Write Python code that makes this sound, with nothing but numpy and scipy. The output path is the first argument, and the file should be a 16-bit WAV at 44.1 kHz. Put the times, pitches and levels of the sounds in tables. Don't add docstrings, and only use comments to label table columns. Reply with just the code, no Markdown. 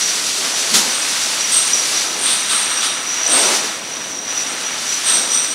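import sys
import numpy as np
from scipy import signal
from scipy.fft import rfft, irfft
from scipy.io import wavfile
from scipy.ndimage import uniform_filter1d

SR = 44100
rng = np.random.default_rng(int(sys.argv[2]) if len(sys.argv) > 2 else 0)


def persist_wave(psi):
    counts = np.round(np.clip(psi, -1, 1) * 32767).astype(np.int16)
    wavfile.write(sys.argv[1], SR, np.atleast_2d(counts).T)


N = 244314
T = np.arange(N) / SR

# frequency in Hz, relative level in dB.
DRONE_EQ = [(25, -26), (70, -46), (105, -7.5), (150, -3.5), (260, 3), (400, -7), (1000, -27)]
AIR_EQ = [(300, -38), (1500, -12.5), (3000, -2), (4500, 2.5), (6300, 1.5), (8000, -1), (9800, -3.5),
          (11000, -9.5), (12300, -18), (13800, -17.5), (15500, -29)]
CHAIN_EQ = [(40, -60), (150, -65), (500, -9.5), (850, -4), (1300, 0), (1700, -0.5), (2100, -0.5),
            (2800, -1.5), (5000, -18.5), (12000, -50)]
FRAME_EQ = [(25, -26), (60, -45), (100, -34), (150, -19), (210, -3), (320, 2.5), (480, 2), (780, 1),
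            (1100, -3.5), (2500, -24), (8000, -53)]
JET_EQ = [(30, -16), (100, -31), (200, -0.5), (400, -6.5), (1500, -5), (2800, -7), (4200, 1), (6300, 0.5),
          (8500, -3.5), (11500, -9), (15000, -31)]
RATTLE_EQ = [(100, -65), (1000, -35), (2700, -11), (3500, 0), (4500, -6.5), (6500, -2), (10000, -25)]
SCRAPE_EQ = [(300, -58), (1200, -20), (2100, -11), (3000, -2.5), (3700, 3.5), (4700, -5.5), (6000, -15),
             (9500, -15), (12000, -50)]
SIZZLE_EQ = [(500, -85), (5000, -37), (8000, -5), (9600, 3), (10600, -10.5), (12000, -28), (15000, -42)]
RAIL_EQ = [(200, -50), (800, -16), (1280, 0), (1700, -9), (3000, -30), (8000, -55)]

# pitch in Hz, level in dB.
MOTOR_TONES = [(100, -62.5), (425, -51.5), (501, -54), (646, -49)]
# start in seconds, pitch in Hz, level in dB.
FRAME_KNOCKS = [(0.381, 398, -22), (0.696, 168, -29), (.72, 227, -18), (.745, 205, -33), (0.871, 231, -24),
                (3.315, 252, -21)]
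# time in seconds, air fader in dB, chain fader in dB.
LINE_FADERS = [(0, -26.5, -28.5), (.25, -27, -31.5), (.6, -26, -29), (1.2, -27, -28), (1.97, -26, -30),
               (2.12, -32.5, -31.5), (2.35, -30, -28.5), (2.82, -34, -27.3), (3.0, -36, -31),
               (3.5, -25.5, -26), (3.82, -40.5, -34.5), (3.96, -38, -32.5), (4.22, -43, -38),
               (4.31, -34.5, -30.5), (4.76, -35, -30.5), (4.92, -28.5, -30.5), (5.18, -31.5, -30.5),
               (5.54, -35.5, -31.5)]
# start in seconds, length in seconds, relative level in dB.
WORK_STROKES = [(.29, .22, -32.5), (.63, .24, -32), (1.67, .56, -35), (3.23, .29, -23), (4.27, .32, -39.5),
                (5.03, .18, -31)]
# start in seconds, ring pitch in Hz, relative level in dB.
BOTTLE_KNOCKS = [(0.056, 5720, -14), (.265, 5780, -14), (.327, 5750, -14), (.898, 5940, -13),
                 (1.024, 5830, -15), (1.229, 5650, -14), (1.406, 5730, -11), (1.455, 5650, -16),
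                 (1.52, 8600, -15), (1.568, 8420, -6), (1.586, 8580, -15), (1.733, 5860, -2),
                 (1.754, 5710, -8), (1.774, 5910, -11), (1.796, 5790, -8), (1.972, 5800, -8),
                 (2.144, 5820, -21), (2.258, 8550, -12), (2.322, 8800, -14), (2.517, 8450, -14),
                 (2.658, 5840, -12.5), (2.772, 5720, -12), (2.896, 5720, -16), (3.074, 5840, -15),
                 (3.141, 5850, -16), (3.263, 5920, -8.5), (3.275, 8530, -13), (3.333, 8560, -5),
                 (3.359, 8500, -6), (3.456, 5950, -10), (3.548, 6000, -12), (3.968, 5860, -16),
                 (4.188, 5730, -16), (4.277, 5780, -17), (4.358, 5730, -16), (4.375, 5850, -10),
                 (4.662, 5930, -13.5), (4.924, 5930, -14), (5.088, 8520, -22), (5.117, 8580, -12),
                 (5.139, 8350, -10), (5.317, 5880, -8.5), (5.344, 5870, -7.5), (5.374, 5860, -13)]
LOW_RINGS_HZ = [5720, 5784, 5810, 5960, 5930]
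HIGH_RINGS_HZ = [8330, 8530, 8460, 8660, 8710, 8590]
# start in seconds, length in seconds, relative level in dB.
LOW_JOSTLES = [(0.0, 0.043, -19.5), (.68, .2, -31), (1.2, .07, -31), (1.37, .43, -26), (1.92, .08, -22.5),
               (2.74, 0.12, -26), (3.06, 0.23, -24), (3.36, 0.23, -24), (4.08, 0.17, -29),
               (4.26, .06, -24.5), (4.34, .07, -22.5), (4.5, .05, -27), (4.85, 0.064, -23),
               (5.04, 0.15, -22), (5.28, .16, -21)]
# start in seconds, length in seconds, then the relative
# levels in dB of ring, rail scrape and sizzle.
HIGH_SHOVES = [(0.908, 0.044, -25, -31, -44), (1.497, .07, -16.5, -24.5, -25), (1.92, 0.054, -42, -27, -41),
               (2.168, .06, -23.5, -42, -27), (2.216, 0.094, -21, -20.5, -24),
               (2.468, .08, -19, -21.5, -24), (2.67, 0.054, -23, -29, -40), (2.788, 0.056, -27, -20.5, -27),
               (3.27, 0.1, -17, -21.5, -34), (4.447, 0.054, -31.5, -50, -47),
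               (5.032, 0.094, -16.5, -21, -38), (5.291, 0.09, -20.5, -26, -46), (5.45, .05, -30, -38, -48)]

SHOVE_ATTACK_S, SCRAPE_T60_S = 0.052, 0.71


def undb(db):
    return 10 ** (np.asarray(db) / 20)


def unit(x):
    return x / np.sqrt(np.mean(x ** 2))


def gains(table):
    times, *columns = np.transpose(table)
    return [undb(np.interp(T, times, db)) for db in columns]


def colour(x, eq):
    hz, db = np.transpose(eq)
    bins_hz = np.maximum(np.arange(N // 2 + 1) * SR / N, 1)
    curve = undb(np.interp(np.log(bins_hz), np.log(hz), db))
    return unit(irfft(rfft(x) * curve, N))


def wander(rate):
    step = max(int(SR / rate), 1)
    stairs = np.repeat(rng.standard_normal(N // step + 1), step)
    return unit(uniform_filter1d(stairs, step)[:N])


def impacts(rate, spread_db):
    hit = rng.random(N) < rate / SR
    size = undb(spread_db * np.clip(rng.standard_normal(N), -2, 2))
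    return unit(hit * size * np.sign(rng.standard_normal(N)))


def fade(t, t60):
    return (t >= 0) * np.exp(-np.log(1000) * np.maximum(t, 0) / t60)


def swells(events, attack_s, t60, rest_db=-np.inf):
    power = undb(rest_db) ** 2
    for start, length, db in events:
        rise = np.clip((T - start) / attack_s, 0, 1)
        release = fade(np.maximum(T - start - length, 0), t60)
        power = power + (undb(db) * rise * release) ** 2
    return np.sqrt(power)


def ring(x, hz, t60):
    pole = np.exp((2j * np.pi * hz - np.log(1000) / t60) / SR)
    return signal.lfilter([1], [1, -pole], x).imag


def add(out, start_s, sound):
    i = int(start_s * SR)
    out[i:i + len(sound)] += sound[:N - i]


def room(x, wet_db, t60=0.36, gap_s=0.0031):
    tail = rng.standard_normal(SR) * fade(T[:SR] - gap_s, t60)
    return x + undb(wet_db) * signal.fftconvolve(x, tail / np.linalg.norm(tail))[:N]


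def motors(waver=0.00391, flutter_db=1.0, drone_db=-42):
    tones = np.zeros(N)
    for hz, db in MOTOR_TONES:
        level = undb(db - flutter_db * wander(7.9))
        pitch = hz * (1 + waver * wander(9))
        tones += level * unit(np.sin(2 * np.pi * np.cumsum(pitch) / SR))
    return tones + undb(drone_db) * colour(rng.standard_normal(N), DRONE_EQ)


def thumps(t60=0.1, attack_s=0.0063):
    out, t = np.zeros(N), T[:SR // 2]
    envelope = fade(t, t60) * (1 - np.exp(-t / attack_s))
    for start, hz, db in FRAME_KNOCKS:
        add(out, start, undb(db) * np.sin(2 * np.pi * hz * t) * envelope)
    return out


def machine(idle_db=-38, stroke_air_db=-6, stroke_chain_db=-5, shove_air_db=-10):
    air, chain = gains(LINE_FADERS)
    stroke = swells(WORK_STROKES, attack_s=0.14, t60=0.95)
    start, length, _, scrape_db, _ = np.transpose(HIGH_SHOVES)
    shove = swells(zip(start, length, scrape_db), SHOVE_ATTACK_S, SCRAPE_T60_S)
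    air = np.sqrt(air ** 2 + (undb(stroke_air_db) * stroke) ** 2 + (undb(shove_air_db) * shove) ** 2)
    chain = np.hypot(chain, undb(stroke_chain_db) * stroke)
    frame = np.hypot(undb(idle_db), stroke)
    hiss = colour(rng.standard_normal(N), AIR_EQ) * undb(0.99 * wander(25.03))
    slats = colour(impacts(rate=6000, spread_db=4.5), CHAIN_EQ) * undb(0.6 * wander(22))
    rumble = colour(impacts(rate=2500, spread_db=3.5), FRAME_EQ) * undb(0.5 * wander(16))
    return undb(6.0) * air * hiss + undb(1.84) * chain * slats + undb(-0.55) * frame * rumble


def valve(start_s=0.738, opening_s=0.0018, hold_s=0.024, jet_db=-11, rattle_db=-12.5):
    out, t = np.zeros(N), T[:SR // 2]
    opening = 1 - np.exp(-t / opening_s)
    pressure = fade(np.maximum(t - hold_s, 0), t60=0.45)
    jet = colour(rng.standard_normal(N), JET_EQ)[:len(t)] * pressure
    rattle = colour(impacts(rate=1100, spread_db=1), RATTLE_EQ)[:len(t)] * fade(t, t60=0.3)
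    add(out, start_s, opening * (undb(jet_db) * jet + undb(rattle_db) * rattle))
    return out


def clinks(ring_t60=0.085, detune_hz=45, twin_db=-8, tick_db=-14, tick_t60=0.014, contact_s=0.00058):
    out, t = np.zeros(N), T[:SR // 4]
    glassy = signal.butter(2, [2800, 9000], "band", fs=SR, output="sos")
    attack = 1 - np.exp(-t / contact_s)
    for start, hz, db in BOTTLE_KNOCKS:
        tone = np.sin(2 * np.pi * hz * t) + undb(twin_db) * np.sin(2 * np.pi * (hz - detune_hz) * t)
        tick = undb(tick_db) * signal.sosfilt(glassy, rng.standard_normal(len(t))) * fade(t, tick_t60)
        add(out, start, undb(db) * (tone * fade(t, ring_t60) + tick) * attack)
    return undb(-3) * out


def queue(pitches, rate, spread_db, t60, pinched_hz, pinched_t60, pinched_db):
    free = unit(sum(ring(impacts(rate, spread_db), hz, t60) for hz in pitches))
    pinched = unit(ring(impacts(rate * len(pitches), spread_db), pinched_hz, pinched_t60))
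    glass = free + undb(pinched_db) * pinched
    low_cut = signal.butter(2, 4000, "high", fs=SR, output="sos")
    return unit(signal.sosfilt(low_cut, glass))


def bottles(chatter_db=1, unrest_db=1.05, drag_db=-3, rail_db=-8):
    _, chain = gains(LINE_FADERS)
    start, length, ring_db, scrape_db, sizzle_db = np.transpose(HIGH_SHOVES)
    creep = chain * undb(chatter_db + unrest_db * wander(12))
    low_level = np.hypot(swells(LOW_JOSTLES, attack_s=0.028, t60=0.56), creep)
    high_level = swells(zip(start, length, ring_db), SHOVE_ATTACK_S, t60=0.74, rest_db=-44)
    push = swells(zip(start, length, scrape_db), SHOVE_ATTACK_S, SCRAPE_T60_S, rest_db=-42)
    slip = swells(zip(start, length, sizzle_db), SHOVE_ATTACK_S, SCRAPE_T60_S)
    rub = np.hypot(push, undb(drag_db) * chain)
    low_queue = queue(LOW_RINGS_HZ, rate=75, spread_db=2.0, t60=0.09,
                      pinched_hz=6020, pinched_t60=0.0052, pinched_db=-6)
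    high_queue = queue(HIGH_RINGS_HZ, rate=260, spread_db=0.5, t60=0.044,
                       pinched_hz=8710, pinched_t60=0.015, pinched_db=-13.5)
    chatter = undb(-0.43) * low_level * low_queue + undb(1.4) * high_level * high_queue
    scrape = colour(impacts(rate=6000, spread_db=2.5), SCRAPE_EQ)
    sizzle = colour(impacts(rate=9000, spread_db=4.0), SIZZLE_EQ)
    rail = undb(rail_db) * colour(impacts(rate=5000, spread_db=2.5), RAIL_EQ)
    return chatter + rub * scrape + slip * sizzle + push * rail


def scene():
    running = room(bottles() + machine() + valve(), wet_db=-14)
    knocks = room(clinks() + thumps(), wet_db=-7)
    line = running + knocks + motors()
    return np.array([line, line])


def record(dry, ceiling=0.88, low_cut_hz=62, high_cut_hz=15700):
    thin = signal.sosfilt(signal.butter(2, low_cut_hz, "high", fs=SR, output="sos"), dry)
    rounded = thin / (1 + (thin / ceiling) ** 4) ** (1 / 4)
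    return signal.sosfilt(signal.ellip(10, 0.2, 80, high_cut_hz, fs=SR, output="sos"), rounded)


dry = scene()
out = record(dry)
persist_wave(out)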